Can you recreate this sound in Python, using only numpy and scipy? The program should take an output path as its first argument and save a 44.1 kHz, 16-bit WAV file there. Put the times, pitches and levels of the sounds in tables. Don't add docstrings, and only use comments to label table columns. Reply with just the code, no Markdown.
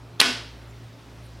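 import sys
import numpy as np
from scipy import signal
from scipy.io import wavfile
from scipy.ndimage import uniform_filter1d

SR = 44100
rng = np.random.default_rng(int(sys.argv[2]) if len(sys.argv) > 2 else 0)


def gain_from_decibels(decibels):
    exponent = np.asarray(decibels, float) / 20
    return 10 ** exponent


def store_pcm(level_fs):
    pcm = np.round(np.clip(level_fs, -1, 1) * 32767).astype(np.int16)
    wavfile.write(sys.argv[1], SR, np.atleast_2d(pcm).T)


N = 61740

# (time [s], peak level [dB], pitch factor [ratio], brightness [dB], ring factor [ratio])
IMPACTS = [(.1964, -26, 0.82, -10, 2.5), (0.1958, -28, .8, -5, 1.8), (0.1987, -18, 0.84, -11, .8),
           (.2010, 5, 1.01, -14, 1.3), (0.2028, 5.5, .88, -3, 1.04), (0.2041, 1, 0.994, -12, 1.12),
           (0.2044, 2, 1.048, 3.5, .9), (.2044, 2, 1.106, -12, .65), (0.2061, -8, 1, -2, 0.72),
           (0.2142, 10.5, .66, -4, .7), (0.2146, -1, 1.15, -6, 0.39), (0.2188, 4, .7, -9, .7),
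           (0.2212, -3, 0.47, -12, 1.1), (0.2234, -5, 0.65, -12, 1.1), (0.2254, -3, 0.59, -10, 1.1),
           (.2300, -7, .55, -10, 1.3)]


def evened(x):
    return x / np.sqrt(np.mean(x ** 2) + 1e-20)


def read(points, hz):
    f, value = np.transpose(points)
    return np.interp(np.log(hz + 1), np.log(f + 1), value)


def add(mix, s, sound):
    part = mix[round(s * SR):][:len(sound)]
    part += sound[:len(part)]


def resonate(x, hz, width):
    turn = np.exp(2j * np.pi * hz * np.arange(len(x)) / SR)
    r = np.exp(-np.pi * width / SR)
    return 2 * (turn * signal.lfilter([1 - r], [1, -r], x / turn)).real


def resonate_twice(x, hz, width):
    return evened(resonate(resonate(x, hz, width), hz, width))


def shaped(x, gain_db):
    hz, t, z = signal.stft(x, SR, nperseg=512, noverlap=384)
    z = z * gain_from_decibels(gain_db(hz[:, None], t[None]))
    return signal.istft(z, SR, nperseg=512, noverlap=384)[1][..., :x.shape[-1]]


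def knock(pitch, bright_db, ring):
    # (frequency [Hz], level [dB], t60 [s])
    barrel = [(1950, -13, 0.0048), (3325, -6.5, 0.0047), (4100, -5, 0.0066), (5620, -13, 0.0036)]
    # (frequency [Hz], level [dB], t60 [s])
    rod = [(7800, -21.5, 0.005), (8550, -12.5, .004), (10750, -11, .004), (11200, -21, 0.0055),
           (13600, -25, 0.0036), (15100, -32.5, .003)]
    contact_s = 0.0001
    t = np.arange(700) / SR
    out = np.zeros(len(t))
    for hz, db, t60 in barrel:
        out += gain_from_decibels(db - 60 * t / t60 / ring) * np.sin(2 * np.pi * hz * pitch * t)
    for hz, db, t60 in rod:
        out += gain_from_decibels(db + bright_db - 60 * t / t60) * np.sin(2 * np.pi * hz * t)
    return out * (1 - np.exp(-(t / contact_s) ** 2))


def piston():
    out = np.zeros(N)
    for s, db, *colour in IMPACTS:
        add(out, s, gain_from_decibels(db) * knock(*colour))
    return out


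def suction_pop():
    pop_s, pop_db, width_s = .1997, -9.5, .0001
    u = (np.arange(N) / SR - pop_s) / width_s
    return -gain_from_decibels(pop_db) * np.exp(-u ** 2 / 2)


def spring_chatter():
    start_s, level_db, t60, ticks_per_s = .2055, -16.5, 0.087, 3700
    t = np.arange(N) / SR
    ticks = (rng.random((2, N)) < ticks_per_s / SR / 2) * rng.standard_normal((2, N))
    fade = gain_from_decibels(level_db - 60 * np.maximum(t - start_s, 0) / t60)
    ticks = ticks * (t > start_s) * fade
    return sum(signal.oaconvolve(k, knock(p, 2.5, .8))[:N] for k, p in zip(ticks, (.72, .95)))


def snap():
    out = piston() + suction_pop() + spring_chatter()
    no_bass = signal.butter(2, 150, "high", fs=SR, output="sos")
    return signal.sosfilt(no_bass, signal.sosfilt(no_bass, out))


def room():
    # (frequency [Hz], level [dB per Hz])
    tail_colour = [(110, -24), (250, -11), (700, -11.5), (1500, -6), (5200, -6), (6600, -15.5),
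                   (10500, -20), (16000, -48)]
    # (frequency [Hz], t60 [s])
    tail_t60 = [(150, 0.53), (500, 0.65), (1400, .52), (3500, 0.56), (6000, 0.49), (9000, 0.42),
                (15000, 0.41)]
    # (frequency [Hz], level [dB], t60 [s], build-up [s])
    standing = [(250, -12.5, 0.29, 0.089), (290.5, -30, 0.41, 0.021), (403, -31.5, .5, 0.027),
                (440, -31, .3, .05), (692, -28.5, 0.41, .05), (1081, -26.5, .3, 0.013),
                (1488, -21.5, 0.43, .03), (1713, -24, 0.27, .03), (2170, -22, .3, 0.036),
                (2544, -23, 0.31, 0.023), (2730, -19, 0.34, 0.066), (3270, -24.5, 0.47, .02),
                (3366, -24, 0.4, 0.029), (5110, -20, .3, 0.04)]
    tail_db, rise_s = -16.5, 0.007
    start = IMPACTS[3][0]

    def steady(hz, s):
        return read(tail_colour, hz) + 0 * s

    def dying(hz, s):
        return read(tail_colour, hz) - 60 * np.maximum(s - start, 0) / read(tail_t60, hz)

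    t = np.maximum(np.arange(N) / SR - start, 0)
    noise = rng.standard_normal(N)
    level = np.sqrt(np.mean(shaped(noise, steady) ** 2))
    tail = shaped(noise, dying) / level
    out = gain_from_decibels(tail_db) * tail * (1 - np.exp(-t / rise_s))
    for (hz, db, t60, build_s), phase in zip(standing, rng.random(len(standing))):
        swell = gain_from_decibels(db - 60 * t / t60) * np.minimum(t / build_s, 1) ** 3
        out += swell * np.sin(2 * np.pi * (hz * t + phase))
    return out


def fingers():
    # (start [s], length [s], level [dB], frequency [Hz], width [Hz])
    rubs = [
        (0.689, .042, -65.5, 7140, 350),
        (0.729, .012, -56, 2120, 203),
        (1.235, .04, -63, 10600, 2340),
        (1.246, .03, -65, 8980, 300),
        (1.371, .012, -73, 9200, 1500),
        (.695, .01, -70, 11200, 2000),
    ]
    out = np.zeros(N)
    for (s, length, db, hz, width), grit in zip(rubs, rng.standard_normal((len(rubs), 3000))):
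        grains = grit[:round(length * SR)] ** 3
        swell = np.sin(np.pi * np.linspace(0, 1, len(grains)) ** 0.81) ** .6
        add(out, s, gain_from_decibels(db) * swell * resonate_twice(grains, hz, width))
    return out


def hum():
    # (frequency [Hz], level [dB], width [Hz])
    upper_orders = [(167.6, -64.5, 19), (262.8, -62, 15.7), (288.7, -64, 10.6), (347.4, -64, 10),
                    (407.5, -65.5, 14), (532, -69.5, 6.9), (583, -71, 14), (677, -70.5, 19),
                    (856, -72.5, 30)]
    low_hz, low_db, beat_hz, beat_null_s = 60, -50, 1.32, .95
    second_hz, second_db, waver_share = 115.5, -47.5, .4
    t = np.arange(N) / SR
    low = 2 * np.sin(np.pi * beat_hz * (t - beat_null_s)) * np.sin(2 * np.pi * low_hz * t)
    waver = resonate_twice(rng.standard_normal(N), second_hz, 8)
    second = np.sqrt(2) * np.sin(2 * np.pi * second_hz * t) + waver_share * waver
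    out = gain_from_decibels(low_db) * low + gain_from_decibels(second_db) * second
    for hz, db, width in upper_orders:
        out += gain_from_decibels(db) * resonate_twice(rng.standard_normal(N), hz, width)
    return out


def air(colour, level_db):
    # (frequency [Hz], rise [dB])
    air_grows = [(300, 0), (850, -2.5), (2000, 2.5), (12000, 3)]
    patch_db = 1.5
    patches = rng.standard_normal((257, N // 128 + 8))
    patches = uniform_filter1d(patches, size=4, axis=0)
    patches = evened(uniform_filter1d(patches, size=24, axis=1))

    def gain_db(hz, s):
        grown = read(air_grows, hz) * (np.clip(s / .5, 0, 1) - 1)
        return read(colour, hz) + grown + patch_db * patches[:, :s.size]

    return gain_from_decibels(level_db) * evened(shaped(rng.standard_normal(N), gain_db))


def scene():
    # (frequency [Hz], level [dB per Hz])
    shared_air = [(30, -39), (55, -11), (130, -7), (400, -15.5), (1000, -18), (5600, -29), (6800, -34.5),
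                  (16000, -45)]
    # (frequency [Hz], level [dB per Hz])
    side_air = [(18, -38), (30, -3), (113, -3.5), (301, -5), (1420, -13), (3850, -26), (6000, -66),
                (7800, -91), (13200, -120)]
    balance_db = -.45
    tail = room()
    close = snap()
    mid = close + tail + fingers() + hum() + air(shared_air, -50)
    side = air(side_air, -63) + gain_from_decibels(-33.5) * np.roll(tail + close, 5)
    return np.array([mid + side, mid - side]) * gain_from_decibels(np.array([[balance_db / 2], [-balance_db / 2]]))


def low_pass(x):
    return signal.sosfilt(signal.butter(12, 16470, fs=SR, output="sos"), x)


def record(dry):
    duck_from_db, duck_share, recover_db_per_s = -16.5, 0.45, 260.5
    ceiling, rumble_hz, top_hz = .9, 38, 16350
    power_db = 10 * np.log10(signal.lfilter([.01], [1, -.99], (dry ** 2).mean(0)) + 1e-12)
    fall = np.arange(N) * recover_db_per_s / SR
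    held_db = np.maximum.accumulate(power_db + fall) - fall
    over_db = np.maximum(held_db - duck_from_db, 0)
    duck_db = duck_share * signal.lfilter([.004], [1, -.996], over_db)
    heard = np.clip(dry * gain_from_decibels(-duck_db), -ceiling, ceiling)
    heard = signal.sosfilt(signal.butter(3, rumble_hz, "high", fs=SR, output="sos"), heard)
    edge = signal.firwin(255, top_hz, window=("kaiser", 9), fs=SR)
    return low_pass(signal.oaconvolve(heard, edge[None], "same"))


dry = scene()
out = record(dry)
store_pcm(out)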